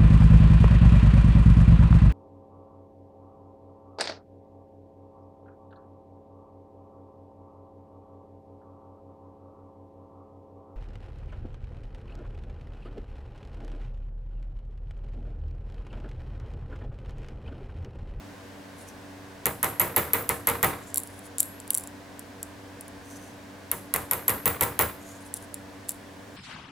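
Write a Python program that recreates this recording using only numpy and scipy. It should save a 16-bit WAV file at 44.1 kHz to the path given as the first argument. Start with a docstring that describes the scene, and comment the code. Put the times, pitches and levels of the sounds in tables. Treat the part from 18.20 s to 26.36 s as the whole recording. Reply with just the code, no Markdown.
"""Riveting with hammer and punch

A small hammer taps a steel punch in two runs to flare rivets in a brass plate lying on a steel block.
Taps and rebounds are broadband cracks with beating tool rings; bench and block answer in noise and modes.
Between the runs the plate is turned over and slid about: bright clicks, short pings and gritty friction.
Behind it lie steady air noise and a motor hum built from wavering harmonics."""
import sys
import numpy as np
from scipy import signal
from scipy.fft import rfft, irfft
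from scipy.io import wavfile
from scipy.ndimage import map_coordinates

SR = 44100
rng = np.random.default_rng(int(sys.argv[2]) if len(sys.argv) > 2 else 0)


def put_to_file(sound):
    """Save the sound as 16-bit audio at rate SR, in the file named by the first command-line argument."""
    columns = np.atleast_2d(sound).T  # one column per channel
    safe = np.clip(columns, -1, 1)
    whole_steps = np.round(safe * 32767)
    wavfile.write(sys.argv[1], SR, whole_steps.astype(np.int16))


N = 359856
TIME = np.arange(N) / SR  # s
RING_S = .7  # room given to each single sound
AGE = np.arange(int(RING_S * SR)) / SR  # s since a sound began
LAG_S = .0007  # every sound starts this much after its given time
PUNCH_HZ, HAMMER_HZ = 11755, 15245  # nominal rings of the two tools

# Hammer taps. Each row: start in seconds, bench level in dB, punch ring in dB, hammer ring in dB,
# flight to the first rebound in seconds, number of rebounds.
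TAPS = [(1.256, -27, -45, -33, .0106, 1), (1.429, -26.5, -10.5, -38, .0141, 1),
        (1.5967, -25, -6, -27, 0.018, 1), (1.7619, -24, -7, -25, 0.017, 1), (1.933, -27, -7, -22.5, 0, 0),
        (2.0911, -27.5, -24, -39, 0, 0), (2.2709, -24.5, -9, -36, 0.017, 2),
        (2.4283, -21.5, -13.5, -26, .016, 1), (5.5146, -34.5, -36, -38, 0, 0),
        (5.7386, -28.5, -21, -37, 0.022, 1), (5.911, -30, -9.5, -31, .022, 1),
        (6.0802, -27, -6, -28.5, .014, 2), (6.2562, -25, -13, -21, .021, 1),
        (6.409, -24.5, -16, -25.5, .0142, 3), (6.5904, -22, -23, -19, 0.02, 2)]
# Colour of the bench boards. Each row: frequency in Hz, relative level in dB.
BENCH_COLOUR = [(150, -23), (480, -2.5), (740, -4), (1000, 1.5), (1300, -0.5), (1600, -3.5), (2050, -5),
                (2800, -13), (3800, -16), (5200, -25.5), (9000, -56)]
# Colour of the bench's low thud. Each row: frequency in Hz, relative level in dB.
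THUD_COLOUR = [(35, -17), (60, -15), (76, -0.5), (130, -3.5), (165, -4), (290, -7.5), (480, -2),
               (800, -15.5), (1500, -31)]
# Colour of hammer on punch. Each row: frequency in Hz, relative level in dB.
CRACK_COLOUR = [(200, -30), (600, -21.5), (1000, -4), (2000, -10.5), (3200, -11), (5000, -16.5),
                (7500, -6.5), (9500, -2.5), (11700, 3.5), (13000, -2.5), (15500, -13), (17000, -34)]


def from_db(db):
    """Decibels to gain."""
    return 10 ** (np.asarray(db) / 20)


def rms_one(x):
    """Scale to unit rms."""
    return x / np.sqrt(np.mean(x ** 2) + 1e-20)


def at_hz(points, hz):
    """Read a table on a log-frequency axis."""
    known_hz, values = np.transpose(points)
    return np.interp(np.log(np.maximum(hz, 1)), np.log(known_hz), values)


def add(out, s, sound):
    """Mix in a sound made at time s, starting after a short fixed lag."""
    start = max(round((s + LAG_S) * SR), 0)
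    out[:, start:start + sound.shape[-1]] += sound[..., :N - start]


def fade(t60, rise_s=1e-5):
    """Envelope that builds up, then dies by 60 dB in t60 seconds."""
    return from_db(-60 * AGE / t60) * (1 - np.exp(-AGE / rise_s))


def noise(spectrum, size, width=1):
    """Coloured stereo noise at unit rms, its left-right likeness set by frequency."""
    # Each row: frequency in Hz, left-right likeness (1 is identical).
    likeness = [(50, 0.83), (150, 0.83), (400, 0.49), (800, 0.38), (1400, 0.41), (3000, 0.46), (6000, 0.49),
                (12000, 0.73)]
    hz = np.fft.rfftfreq(size, 1 / SR)
    alike = np.clip(at_hz(likeness, hz), -1, 1)
    mid, side = rfft(rng.standard_normal((2, size)))
    mid = np.sqrt(1 + alike) * mid
    side = width * np.sqrt(1 - alike) * side
    pair = mid + side * [[1], [-1]]
    return rms_one(irfft(pair * from_db(at_hz(spectrum, hz)), size))


def drift(rate, size):
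    """Smooth random wandering with a spread near 1, steered by rate knots per second."""
    knots = rng.standard_normal(int(size / SR * rate) + 4)
    coarse = np.arange(0, size + 16, 16)
    curve = map_coordinates(knots, [coarse / SR * rate + 1], order=2)
    return np.interp(np.arange(size), coarse, curve)


def modes(table, vary_db, detune):
    """Dying sines whose strength and tuning can change a little with every grip."""
    hz, db, t60 = np.transpose(table)[:, :, None]
    strength, tuning, phase = rng.standard_normal((3, len(table), 1))
    tone = np.sin(2 * np.pi * (hz * (1 + detune * tuning) * AGE + phase))
    return np.sum(from_db(db + vary_db * strength) * fade(t60) * tone, axis=0)


def snap(spectrum, size=2048):
    """The sharpest causal pulse that has this spectrum (minimum phase); unit energy."""
    hz = np.fft.rfftfreq(size, 1 / SR)
    cepstrum = irfft(np.log(from_db(at_hz(spectrum, hz))))
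    # folding the cepstrum forward in time packs the energy at the start
    cepstrum[1:size // 2] *= 2
    cepstrum[size // 2 + 1:] = 0
    pulse = irfft(np.exp(rfft(cepstrum)))
    return pulse / np.linalg.norm(pulse)


def crack(spectrum, snap_db, t60, scatter_db, scatter_t60, width):
    """A hard contact: a snap, a burst of dense short modes, then scatter."""
    size = 2048
    scatter = from_db(scatter_db) * fade(scatter_t60, rise_s=.002)
    envelope = (fade(t60, rise_s=.0001) + scatter)[:size]
    burst = noise(spectrum, size=size, width=width) * envelope
    both = burst * np.sqrt(2) / np.linalg.norm(burst) + from_db(snap_db) * snap(spectrum)
    # the energy of one millisecond at unit rms
    return both / np.linalg.norm(both) * np.sqrt(2 * SR / 1000)


def steel_ring(hz, t60, room_db, room_t60, spread_hz):
    """One tone of a struck tool; its reflections beat against each other as they die."""
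    phase = 2 * np.pi * (hz * (1 + 0.00106 * rng.standard_normal()) * AGE + rng.random())

    def reflections():
        """The tone with wandering strength and phase."""
        in_phase = drift(spread_hz, len(AGE)) * np.sin(phase)
        return in_phase + drift(spread_hz, len(AGE)) * np.cos(phase)

    room = reflections() + .5 * reflections() * np.array([[1], [-1]])
    direct = fade(t60, rise_s=0.00064) * np.sin(phase)
    return direct + from_db(room_db) * fade(room_t60, rise_s=.004) * room


def motor_hum(count=12):
    """Harmonics of the running speed, each wavering in level and phase."""
    motor_hz, hum_db, fall_db = 95.8, -55, 1.35  # pitch; fundamental level; fall per harmonic
    even_db, third_db = -2.5, 6.5  # odd harmonics are stronger; the housing lifts the third
    hum = np.zeros((2, N))
    for k in range(1, count + 1):
        db = hum_db - fall_db * (k - 1) + even_db * (k % 2 == 0) + third_db * (k == 3)
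        phase = 2 * np.pi * k * motor_hz * TIME + 1.07 * drift(9, N)
        waver = from_db(2.0 * drift(13, N))
        hum += np.sqrt(2) * from_db(db) * waver * np.sin(phase)
    return hum


def workshop():
    """The motor hum over steady, coloured air noise."""
    # Each row: frequency in Hz, relative level in dB.
    air_colour = [(20, -22), (45, -14), (110, -10), (150, -13), (260, -5.5), (340, -14.5), (480, -11.5),
                  (690, -11.5), (820, -16), (950, -13.5), (1350, -19.5), (1550, -14.5), (2100, -20),
                  (2800, -24), (5200, -28.5), (9000, -33.5), (16000, -41)]
    air_db = -46.5
    return motor_hum() + from_db(air_db) * noise(air_colour, N)


def sliding():
    """Gritty friction that swells, catches and dies, with one resonance of the plate standing out."""
    # Fingers and brass rubbing on steel. Each row: middle in seconds, half length in seconds
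    # (spread of the bell-shaped swell), level in dB, squeak in Hz.
    slides = [(0.621, .04, -58.5, 9800), (0.693, .011, -48.5, 5970), (2.677, .069, -54.5, 7250),
              (2.925, 0.07, -57, 10300), (3.057, .017, -53, 10100), (3.197, .0058, -25.5, 7400),
              (4.988, .075, -53, 6130), (6.905, 0.065, -53.5, 6800), (7.017, .011, -53, 10000),
              (7.066, .016, -50, 9850), (7.166, .007, -43, 10000), (7.22, .03, -57, 9500),
              (7.698, .009, -39, 7500)]
    # Each row: frequency in Hz, relative level in dB.
    grit_colour = [(2000, -22), (5300, -13), (6100, -8), (7400, -7), (8500, -5.5), (9900, -6), (12200, -10),
                   (13500, -16), (16000, -25.5)]
    stick_slip_db, stick_slip_per_s = 3.5, 55  # a slide catches and lets go
    out, size = np.zeros((2, N)), len(AGE)
    for s, half_s, db, squeak_hz in slides:
        grit = noise(grit_colour, size, width=.6) * from_db(2.5 * drift(400, size))
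        squeak = rms_one(signal.lfilter(*signal.iirpeak(squeak_hz, 20, fs=SR), grit))
        swell = np.exp(-.5 * ((AGE - RING_S / 2) / half_s) ** 2)
        pressure = swell * from_db(stick_slip_db * drift(stick_slip_per_s, size))
        add(out, s - RING_S / 2, from_db(db) * (0.8 * grit + 0.55 * squeak) * pressure)
    return out


def block_jump():
    """The block jumping on the bench: a short noise burst with a soft onset, stronger on the right."""
    # Each row: frequency in Hz, relative level in dB.
    jump_colour = [(300, -13), (470, 0), (720, -10.5), (950, 4), (1150, -1), (1400, -1), (1620, -12.5),
                   (1950, 1.5), (2400, -7), (3200, -14), (4000, -16), (5000, -28)]
    jump = noise(jump_colour, len(AGE), width=.75) * fade(t60=.1, rise_s=.003)
    return jump * (1 - np.exp(-AGE / .007)) * from_db([[-.7], [.7]])


def bench_boards(common, t60):
    """The bench rings partly the same way each time; its few strong modes beat into lumps."""
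    size = len(AGE)
    boards = .65 * common + .75 * noise(BENCH_COLOUR, size, width=.7)
    lumps = from_db(2.2 * drift(130, size))
    return boards * lumps * fade(t60, rise_s=0.015) * from_db([[-.6], [.6]])


def bench_thud(common, t60):
    """The lowest notes of the bench, slowest to build up."""
    thud = 0.52 * common + 0.72 * noise(THUD_COLOUR, len(AGE), width=0.36)
    return thud * fade(t60, rise_s=0.028)


def bench_body():
    """Single modes of bench and block, swelling softly before they die."""
    # Each row: frequency in Hz, relative level in dB, decay by 60 dB in seconds.
    bench_modes = [(76, -8, .5), (108, -6, .5), (138, -6, .45), (190, -7, .4), (290, -8, .35),
                   (352, -6, .35), (470, -2, .35), (576, -7, .33), (636, -7, .3), (767, -5, .3),
                   (804, -7, .3), (945, 0, .27), (1075, -3, .22), (1250, -6, .25), (1728, -9, .2),
                   (1945, -9, .2), (2262, -10, .2)]
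    return modes(bench_modes, vary_db=3, detune=.003) * (1 - np.exp(-AGE / .012))


def sizzle():
    """The room's bright tail after a tap."""
    # Each row: frequency in Hz, relative level in dB.
    room_colour = [(1500, -22.5), (5000, -17), (6500, -8.5), (7800, -3), (9000, -2.5), (10500, 1.5),
                   (11300, 1), (11780, 4), (12250, 0), (12800, -5), (14300, -25), (15400, -14.5),
                   (16300, -29)]
    return noise(room_colour, len(AGE)) * fade(t60=0.35, rise_s=0.0088)


def rebounds():
    """The hammer falls back on the punch after ever shorter flights: (s, level dB, punch ring dB)."""
    first_db, loss_db = -15.5, .8  # first rebound; loss at each further one
    ring_base_db, ring_follows = -15, .4  # ring after a 0 dB tap ring; share of the tap's change
    restitution = 0.56  # each flight lasts this share of the one before
    events = []
    for s, _, punch_db, _, flight_s, count in TAPS:
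        for k in range(round(count)):
            land_s = s + flight_s * np.sum(restitution ** np.arange(k + 1))
            ring_db = ring_base_db - loss_db * k + ring_follows * punch_db
            events.append((land_s, first_db - loss_db * k, ring_db))
    return events


def hammering():
    """Taps and their rebounds crack, ring the tools and make the block knock on the bench."""
    # a squarely seated punch rings loudly: it takes energy from the crack and the bench sounds longer
    glancing_db, crack_loss_db = -9.8, 5.5  # crack of a glancing tap; loss per unit of ring amplitude
    full_t60_s, t60_s_per_db = 0.45, .0045  # bench decay at a 0 dB punch ring; change with the ring
    # lying flat the plate passes a tap on to the bench more fully than after it is turned over
    turned_s = 3.2
    flat_db, turned_db = (-5, 10), (-7.3, 8.5)  # bench modes and block jump, relative to the bench level
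    out, size = np.zeros((2, N)), len(AGE)
    common_bench = noise(BENCH_COLOUR, size, width=0.76)
    common_thud = noise(THUD_COLOUR, size, width=0.59)
    for s, bench_db, punch_db, hammer_db, *_ in TAPS:
        crack_db = glancing_db - crack_loss_db * from_db(punch_db)
        body_db, jump_db = flat_db if s < turned_s else turned_db
        bench_t60 = max(full_t60_s + t60_s_per_db * punch_db, .1)
        sizzle_db = .5 * (bench_db + crack_db) + .09 * punch_db - 10.3
        strike = crack(CRACK_COLOUR, snap_db=-5.0, t60=0.0077,
                       scatter_db=-17.5, scatter_t60=0.049, width=0.69)
        add(out, s, from_db(crack_db) * strike)
        add(out, s, from_db(bench_db + jump_db) * block_jump())
        add(out, s, from_db(bench_db - 1) * bench_boards(common_bench, bench_t60))
        add(out, s, from_db(bench_db) * bench_thud(common_thud, 0.9 * bench_t60))
        add(out, s, from_db(bench_db + body_db) * bench_body())
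        add(out, s, from_db(sizzle_db) * sizzle())
        punch = steel_ring(PUNCH_HZ, t60=0.028, room_db=-23, room_t60=0.4, spread_hz=300)
        add(out, s, from_db(punch_db) * punch)
        whistle = steel_ring(HAMMER_HZ, t60=.2, room_db=-4, room_t60=.27, spread_hz=110)
        add(out, s, from_db(hammer_db) * whistle)
    for s, level_db, ring_db in rebounds():
        touch = crack(CRACK_COLOUR, snap_db=-2, t60=.006, scatter_db=-17, scatter_t60=.03, width=.35)
        add(out, s, from_db(level_db) * touch)
        add(out, s, from_db(level_db - 16.5) * common_bench * fade(t60=0.13, rise_s=0.0023))
        punch = steel_ring(PUNCH_HZ, t60=0.031, room_db=-30, room_t60=0.15, spread_hz=260)
        add(out, s, from_db(ring_db) * punch)
    return out


def rocking(count=3):
    """A firm click sets the plate rocking into weaker touches: (s, level dB, favoured Hz)."""
    # Plate and punch touching the block. 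Each row: start in seconds, level in dB, favoured treble in Hz.
    clicks = [(2.743, -17, 11100), (2.7581, -19, 10200), (2.773, -14, 11000), (2.78, -13, 11500),
              (2.834, -28, 11000), (2.873, -35, 9900), (2.9913, -39, 10100), (3.1826, -18, 7300),
              (3.2034, -5.5, 9300), (3.4005, -32, 9000), (3.477, -35, 9000), (3.5044, -10.5, 10000),
              (3.5437, -16, 11100), (3.5485, -12, 10800), (3.574, -17, 11100), (3.5814, -18.5, 11000),
              (3.6368, -32, 10000), (3.673, -31, 9600), (3.9933, -29, 9200), (4.229, -22, 7800),
              (4.609, -30.5, 7500), (4.6801, -38, 9000), (7.1398, -19.5, 9700), (7.3421, -23.5, 7500),
              (7.6866, -30, 9200), (7.6917, -16, 9800), (7.7065, -29, 12000)]
    gap_s, gap_spread, loss_db = .025, 0.13, 15.5  # gap, its relative spread, loss per touch
    firm_db = -21  # clicks above this rock
    paces = gap_s * np.exp(gap_spread * rng.standard_normal(len(clicks)))
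    touches = []
    for (s, level_db, bright_hz), pace_s in zip(clicks, paces):
        for k in range(count if level_db > firm_db else 1):
            touches.append((s + k * pace_s, level_db - k * loss_db, bright_hz))
    return touches


def plate_ping():
    """The held plate pings briefly at a touch."""
    # Each row: frequency in Hz, relative level in dB, decay by 60 dB in seconds.
    plate_modes = [(5750, -15, .07), (7500, -3, .04), (9500, -2, .04), (10300, -5, .04), (12000, -9, .025)]
    return modes(plate_modes, vary_db=4, detune=.02)


def plate_knocks(out):
    """The plate rocks on the block and knocks in a few short, lower modes."""
    # Each row: start in seconds, level in dB.
    knocks = [(2.774, -42), (3.505, -46), (3.548, -40.5), (3.582, -45.5), (3.638, -45.5)]
    # Each row: frequency in Hz, relative level in dB, decay by 60 dB in seconds.
    knock_modes = [(950, -7, 0.12), (1074, -1, 0.07), (2100, -15, 0.12)]
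    for s, db in knocks:
        add(out, s, from_db(db) * modes(knock_modes, vary_db=3.5, detune=0.012))


def free_rings(out):
    """The fingers let the small loose metal ring on in thin, high tones."""
    # Each row: start in seconds, level in dB.
    releases = [(2.78, -55), (3.204, -37.5), (6.081, -41), (6.41, -45), (6.592, -38)]
    # Each row: frequency in Hz, relative level in dB, decay by 60 dB in seconds.
    small_modes = [(7919, -12, .3), (9049, -10, .24), (11410, 0, .6)]
    for s, db in releases:
        add(out, s, from_db(db) * modes(small_modes, vary_db=.5, detune=0))


def handling():
    """Bright clicks with pings and a faint tail, plus knocks and free rings of loose metal."""
    # Each row: frequency in Hz, relative level in dB.
    click_colour = [(300, -23.5), (1050, -25), (2000, -26), (3800, -7), (5400, -14), (6500, -12),
                    (7500, 4.5), (8400, -2), (9800, 4.5), (11100, 0), (12300, 1), (13300, -14), (15400, -5),
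                    (17000, -26)]
    # ping of a 0 dB touch; firm contact damps it, so it follows only in part
    ping_base_db, ping_follows = -26, .7
    out = np.zeros((2, N))
    for s, level_db, bright_hz in rocking():
        # the point of contact decides which part of the treble speaks: 5 dB less per octave away
        colour = [(hz, db - 5 * abs(np.log2(hz / bright_hz)) * (hz > 3000)) for hz, db in click_colour]
        touch = crack(colour, snap_db=-2, t60=.006, scatter_db=-19, scatter_t60=.025, width=.45)
        add(out, s, from_db(level_db) * touch)
        add(out, s, from_db(ping_base_db + ping_follows * level_db) * plate_ping())
        tail = noise(colour, len(AGE)) * fade(t60=0.32, rise_s=0.0019)
        add(out, s, from_db(level_db - 30.5) * tail)
    plate_knocks(out)
    free_rings(out)
    return out


def scene():
    """Workshop background, rubbing, hammering and handling, summed as one close stereo picture."""
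    return workshop() + sliding() + hammering() + handling()


def record(dry):
    """The highest peaks are rounded and the top is cut."""
    cutoff_hz = 16200
    rounded = 1.076 * np.tanh(dry / 1.112)
    top_cut = signal.ellip(8, .2, 80, cutoff_hz, fs=SR, output="sos")
    return signal.sosfilt(top_cut, rounded)


dry = scene()
out = record(dry)
put_to_file(out)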